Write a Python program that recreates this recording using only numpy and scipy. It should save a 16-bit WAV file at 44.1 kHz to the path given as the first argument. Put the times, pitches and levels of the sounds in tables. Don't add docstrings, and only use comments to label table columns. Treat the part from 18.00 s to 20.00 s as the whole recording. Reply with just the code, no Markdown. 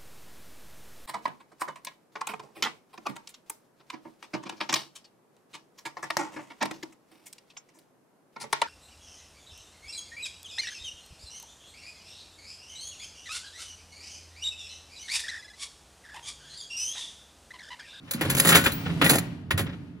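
import sys
import numpy as np
from scipy import signal
from scipy.fft import rfft, irfft
from scipy.io import wavfile
from scipy.ndimage import uniform_filter1d

SR = 44100
rng = np.random.default_rng(int(sys.argv[2]) if len(sys.argv) > 2 else 0)


def file_out(sig):
    cols = np.atleast_2d(sig).T
    lim = np.clip(cols, -1, 1)
    pcm = np.round(lim * 32767).astype(np.int16)
    wavfile.write(sys.argv[1], SR, pcm)


N = 88200
TIME, FREQS = np.arange(N) / SR, np.fft.rfftfreq(2 * N, 1 / SR)
STRIKE_RISE_S, CASE_DECAY_S = 0.0027, 0.00065
BASS_ROOM_DB, BAND_EDGE_HZ = -3, 15950


def amp(db):
    return 10 ** (np.asarray(db) / 20)


def unit(x):
    return x / np.sqrt(np.mean(x ** 2) + 1e-20)


def curve_at(points, hz):
    f, value = np.transpose(points)
    return np.interp(np.log(hz + 1), np.log(f + 1), value)


def convolve(x, response):
    response = response / np.linalg.norm(response, axis=-1, keepdims=True)
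    return irfft(rfft(x, 2 * N) * rfft(response, 2 * N))[..., :N]


def colour(x, spectrum):
    skirts = (1 + (spectrum[0][0] / 2 / (FREQS + 1)) ** 2) * (1 + (FREQS / spectrum[-1][0] / 2) ** 4)
    cepstrum = irfft(np.log(amp(curve_at(spectrum, FREQS)) / skirts + 1e-5))
    causal = 2 * cepstrum[:N] * (TIME > 0)
    return convolve(x, irfft(np.exp(rfft(causal, 2 * N)))[:N])


def blow(start, rise, decay):
    t = np.maximum(TIME - start, 0)
    return np.minimum(t / rise, 1) * np.exp(-np.maximum(t - rise, 0) / decay)


def ring(modes, t60):
    return sum(amp(db - 60 * TIME / t60) * np.sin(2 * np.pi * hz * TIME) for hz, db in modes)


# t/s, rumble level/dB, whirr level/dB
RUNNING_LEVELS = [(0, -41, -63.5), (.12, -49.5, -51.5), (.3, -27, -38.5), (0.749, -35, -45.5),
                  (.9, -26.5, -47), (1.199, -31.5, -49), (1.45, -38.5, -69), (1.721, -38.5, -60.5),
                  (2, -42.5, -71.5)]
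# f/Hz, relative level/dB
RUMBLE_SPECTRUM = [(42, -14), (95, 4), (160, 6.5), (290, 1.5), (380, -13), (1000, -24)]
WHIRR_SPECTRUM = [(300, -8.5), (600, 2.5), (1800, -2.5), (3000, -1.5), (6000, -12.5)]
def reels(ticks_per_s=250):
    times, rumble_db, whirr_db = np.transpose(RUNNING_LEVELS)
    shafts = colour(rng.standard_normal(N), RUMBLE_SPECTRUM) / 2
    drone = amp(-7) * convolve(rng.standard_normal(N), cabinet_resonance())
    rumble = amp(np.interp(TIME, times, rumble_db)) * (shafts + drone)
    loose_hits = rng.random(N) * (rng.random(N) < ticks_per_s / SR)
    ticks = unit(convolve(loose_hits, np.exp(-TIME / CASE_DECAY_S)))
    rubbing = rng.standard_normal(N) * np.hypot(1, amp(-5) * ticks)
    whirr = amp(np.interp(TIME, times, whirr_db)) * colour(rubbing, WHIRR_SPECTRUM)
    return rumble + amp(BASS_ROOM_DB) * room(rumble) + (whirr + room(whirr)) / np.sqrt(2)


# f/Hz, relative level/dB
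CABINET_MODES = [(95, 2.5), (146, -2), (172, -2.5), (291, -4)]
def cabinet_resonance():
    return ring(CABINET_MODES, t60=0.25)


# f/Hz, T60/s
ROOM_T60 = [(80, 0.37), (1500, 0.58), (4000, 0.55), (15000, 0.133)]
def room(x):
    hz, t, field = signal.stft(diffuse_field(), SR, nperseg=256)
    decay = amp(-60 * t / curve_at(ROOM_T60, hz)[:, None])
    tail = signal.istft(field * decay, SR, nperseg=256)[1][:, :N]
    return convolve(x, tail * np.minimum(TIME / STRIKE_RISE_S, 1))


def diffuse_field(coherent_below_hz=510):
    shared, apart = rng.standard_normal((2, N))
    apart = signal.sosfilt(signal.butter(1, coherent_below_hz, "high", fs=SR, output="sos"), apart)
    return np.array([shared + apart, shared - apart])


def contacts(spread_db=4):
    noise = rng.standard_normal(N)
    sizes = np.repeat(rng.standard_normal(N // 12 + 1), 12)[:N]
    return unit(noise * amp(spread_db * np.clip(sizes, -2, 2)))


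def scattered_contacts(share):
    separate = np.array([contacts(), contacts()])
    return np.sqrt(1 - share) * contacts() + np.sqrt(share) * separate


# t/s, level/dB
LOOSE_RATTLES = [(0.071, -56), (0.852, -37), (0.889, -42.5), (1.656, -44), (1.685, -48.5), (1.722, -50.5)]
# t/s, housing knock level/dB, linkage clack level/dB, tick level/dB, chatter decay/s
IMPACTS = [(0.109, -67, -39, -24, 0.01), (0.133, -42, -41, -29.5, 0.013), (0.209, -23.5, -28, -30, 0.017),
           (0.249, -27, -36, -40, 0.017), (0.297, -46, -32, -22.5, 0.018), (0.348, -24.5, -36, -23, 0.0059),
           (0.366, -33.5, -35.5, -25, 0.085), (0.397, -42, -20.5, -11.5, 0.0045),
           (0.447, -25.5, -28, -22.5, 0.027), (.470, -32.5, -26, -18, 0.022),
           (0.488, -27.5, -21.5, -16, 0.024), (0.519, -33, -20, -24.5, 0.043),
           (0.548, -16.5, -14.5, -17.5, 0.0025), (0.552, -21.5, -16.5, -13.5, 0.021),
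           (0.638, -35.5, -33, -27, 0.028), (0.659, -35, -22.5, -27.5, 0.018),
           (0.717, -52, -48.5, -30, 0.0092), (1.013, -24.5, -21, -31.5, 0.026),
           (1.041, -30.5, -28, -24.5, 0.047), (1.062, -23, -27, -47, 0.003),
           (1.093, -37, -21, -12.5, 0.0033), (1.098, -16.5, -23, -14.5, 0.017),
           (1.132, -25, -31, -27.5, 0.027), (1.153, -20, -36, -22, 0.0091),
           (1.182, -28.5, -33.5, -22.5, 0.0063), (1.506, -37.5, -23.5, -30, 0.011),
           (1.575, -46.5, -31.5, -29.5, 0.021), (1.589, -31, -31, -33, 0.017)]
# f/Hz, relative level/dB
KNOCK_SPECTRUM = [(120, -40), (280, 6), (750, -4.5), (1150, -10.5), (2200, -25)]
CLACK_SPECTRUM = [(500, -8), (950, -7.5), (1450, -1.5), (2700, -3), (3600, -8), (9000, -34)]
TICK_SPECTRUM = [(1800, -26), (4200, 3.5), (5400, -7.5), (7000, 4.5), (8400, -5.5), (10800, 5), (13000, -1),
                 (15800, 2)]
# f/Hz, relative level/dB
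STEEL_MODES = [(428, 1), (558, 5.4), (1484, 0.35), (1887, 1.9)]
def linkage(pawl_share=.35):
    power = np.zeros((3, N))
    for start, db in LOOSE_RATTLES:
        power[:2] += (amp(db) * blow(start, rise=.014, decay=.014)) ** 2
    for start, *levels_db, decay in IMPACTS:
        power += (amp(levels_db)[:, None] * blow(start, STRIKE_RISE_S, decay)) ** 2
    knock_force = np.sqrt(power[0]) * scattered_contacts(share=.022)
    clack_force = np.sqrt(power[1]) * scattered_contacts(share=.22)
    tick_force = np.sqrt(power[2]) * scattered_contacts(share=.022)
    tick_force = np.sqrt(1 - pawl_share) * tick_force + np.sqrt(pawl_share) * pawls(IMPACTS)
    knock = colour(knock_force, KNOCK_SPECTRUM)
    clack = colour(clack_force, CLACK_SPECTRUM)
    tick = colour(tick_force, TICK_SPECTRUM)
    body = knock + clack + springs()
    steel = amp(-4.5) * convolve(clack_force, ring(STEEL_MODES, t60=0.12))
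    case_echo = amp(0.5) * convolve(clack + tick / 2, diffuse_field() * np.exp(-TIME / CASE_DECAY_S))
    reverberation = room(amp(-16) * (body + steel) + amp(-24) * tick)
    return body + tick + steel + case_echo + reverberation


def pawls(impacts, mode_count=24, mean_t60_s=.035):
    sound, chatter, t = np.zeros(N), contacts(), TIME[:N // 20]
    for start, _, _, tick_db, decay in impacts:
        offset, length = rng.random((2, mode_count, 1))
        hz = BAND_EDGE_HZ * (np.arange(mode_count)[:, None] + offset) / mode_count
        t60 = mean_t60_s * (length + .5)
        modes = np.sum(amp(-60 * t / t60) * np.sin(2 * np.pi * hz * t), axis=0)
        force = amp(tick_db) * blow(start, STRIKE_RISE_S, decay) * chatter
        sound += signal.oaconvolve(force, unit(modes))[:N] / np.sqrt(len(t))
    return sound


# t/s, level/dB, panel f/Hz
PANEL_BLOWS = [(0.145, -28, 230), (.228, -23.5, 146.8), (0.262, -32, 105), (.357, -28, 147),
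               (0.46, -21.5, 170), (.522, -17, 172.7), (0.55, -22.5, 118.6), (0.66, -24.5, 77.5),
               (1.036, -17.5, 164.5), (1.107, -19, 149), (1.532, -22, 95), (1.603, -22, 99),
               (1.729, -35.5, 95.7)]
def cabinet_thumps(rise_s=0.0031):
    impulses, thud_power, panels = np.zeros((3, N))
    for start, db, hz in PANEL_BLOWS:
        impulses[round(start * SR)] += amp(db)
        thud_power += (amp(db) * blow(start, rise_s, decay=0.047)) ** 2
        panels += amp(db) * blow(start, rise_s, decay=.02) * np.sin(2 * np.pi * hz * (TIME - start))
    modes = cabinet_resonance() * np.minimum(TIME / rise_s, 1)
    boom = amp(-23.5) * signal.fftconvolve(impulses, modes)[:N]
    thud = amp(-6.5) * colour(np.sqrt(thud_power) * rng.standard_normal(N), RUMBLE_SPECTRUM)
    sound = panels + boom + thud
    return sound + amp(BASS_ROOM_DB) * room(sound)


# t/s, f/Hz, level/dB, decay/s
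SPRING_PINGS = [(.303, 1696, -27, .012), (0.519, 1367, -15.5, 0.0044), (0.657, 1558, -15, 0.0047),
                (.73, 15520, -31, 0.042), (1.061, 1942, -12.5, 0.007)]
def springs():
    sound = np.zeros(N)
    for start, hz, db, decay in SPRING_PINGS:
        wander = 0.015 * unit(uniform_filter1d(rng.standard_normal(N), size=100))
        phase = 2 * np.pi * np.cumsum(hz * (1 + wander)) / SR
        sound += amp(db) * blow(start, STRIKE_RISE_S, decay) * np.sin(phase)
    return sound


# f/Hz, left minus right level/dB
LEVEL_DIFFERENCE = [(250, -1.86), (1300, 5.5), (2800, 4), (4200, -0.5), (15000, 1)]
def scene(left_lag_s=0.0001813, lag_from_hz=2000):
    spectrum = rfft(linkage() + cabinet_thumps() + reels(), 2 * N)
    lean_db = curve_at(LEVEL_DIFFERENCE, FREQS) / 2
    lag = left_lag_s * np.minimum(FREQS / lag_from_hz, 1) ** 10
    left = amp(lean_db) * np.exp(-2j * np.pi * FREQS * lag)
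    right = amp(-lean_db)
    return irfft(spectrum * np.array([left, right]))[:, :N]


def record(dry, low_cut_hz=54, ceiling=.85):
    dry = signal.sosfilt(signal.butter(2, low_cut_hz, "high", fs=SR, output="sos"), dry)
    rounded = dry / (1 + (dry / ceiling) ** 6) ** (1 / 6)
    low_pass = signal.firwin(511, BAND_EDGE_HZ, window=("kaiser", 9), fs=SR)
    return signal.oaconvolve(rounded, low_pass[None], "same")


dry = scene()
out = record(dry)
file_out(out)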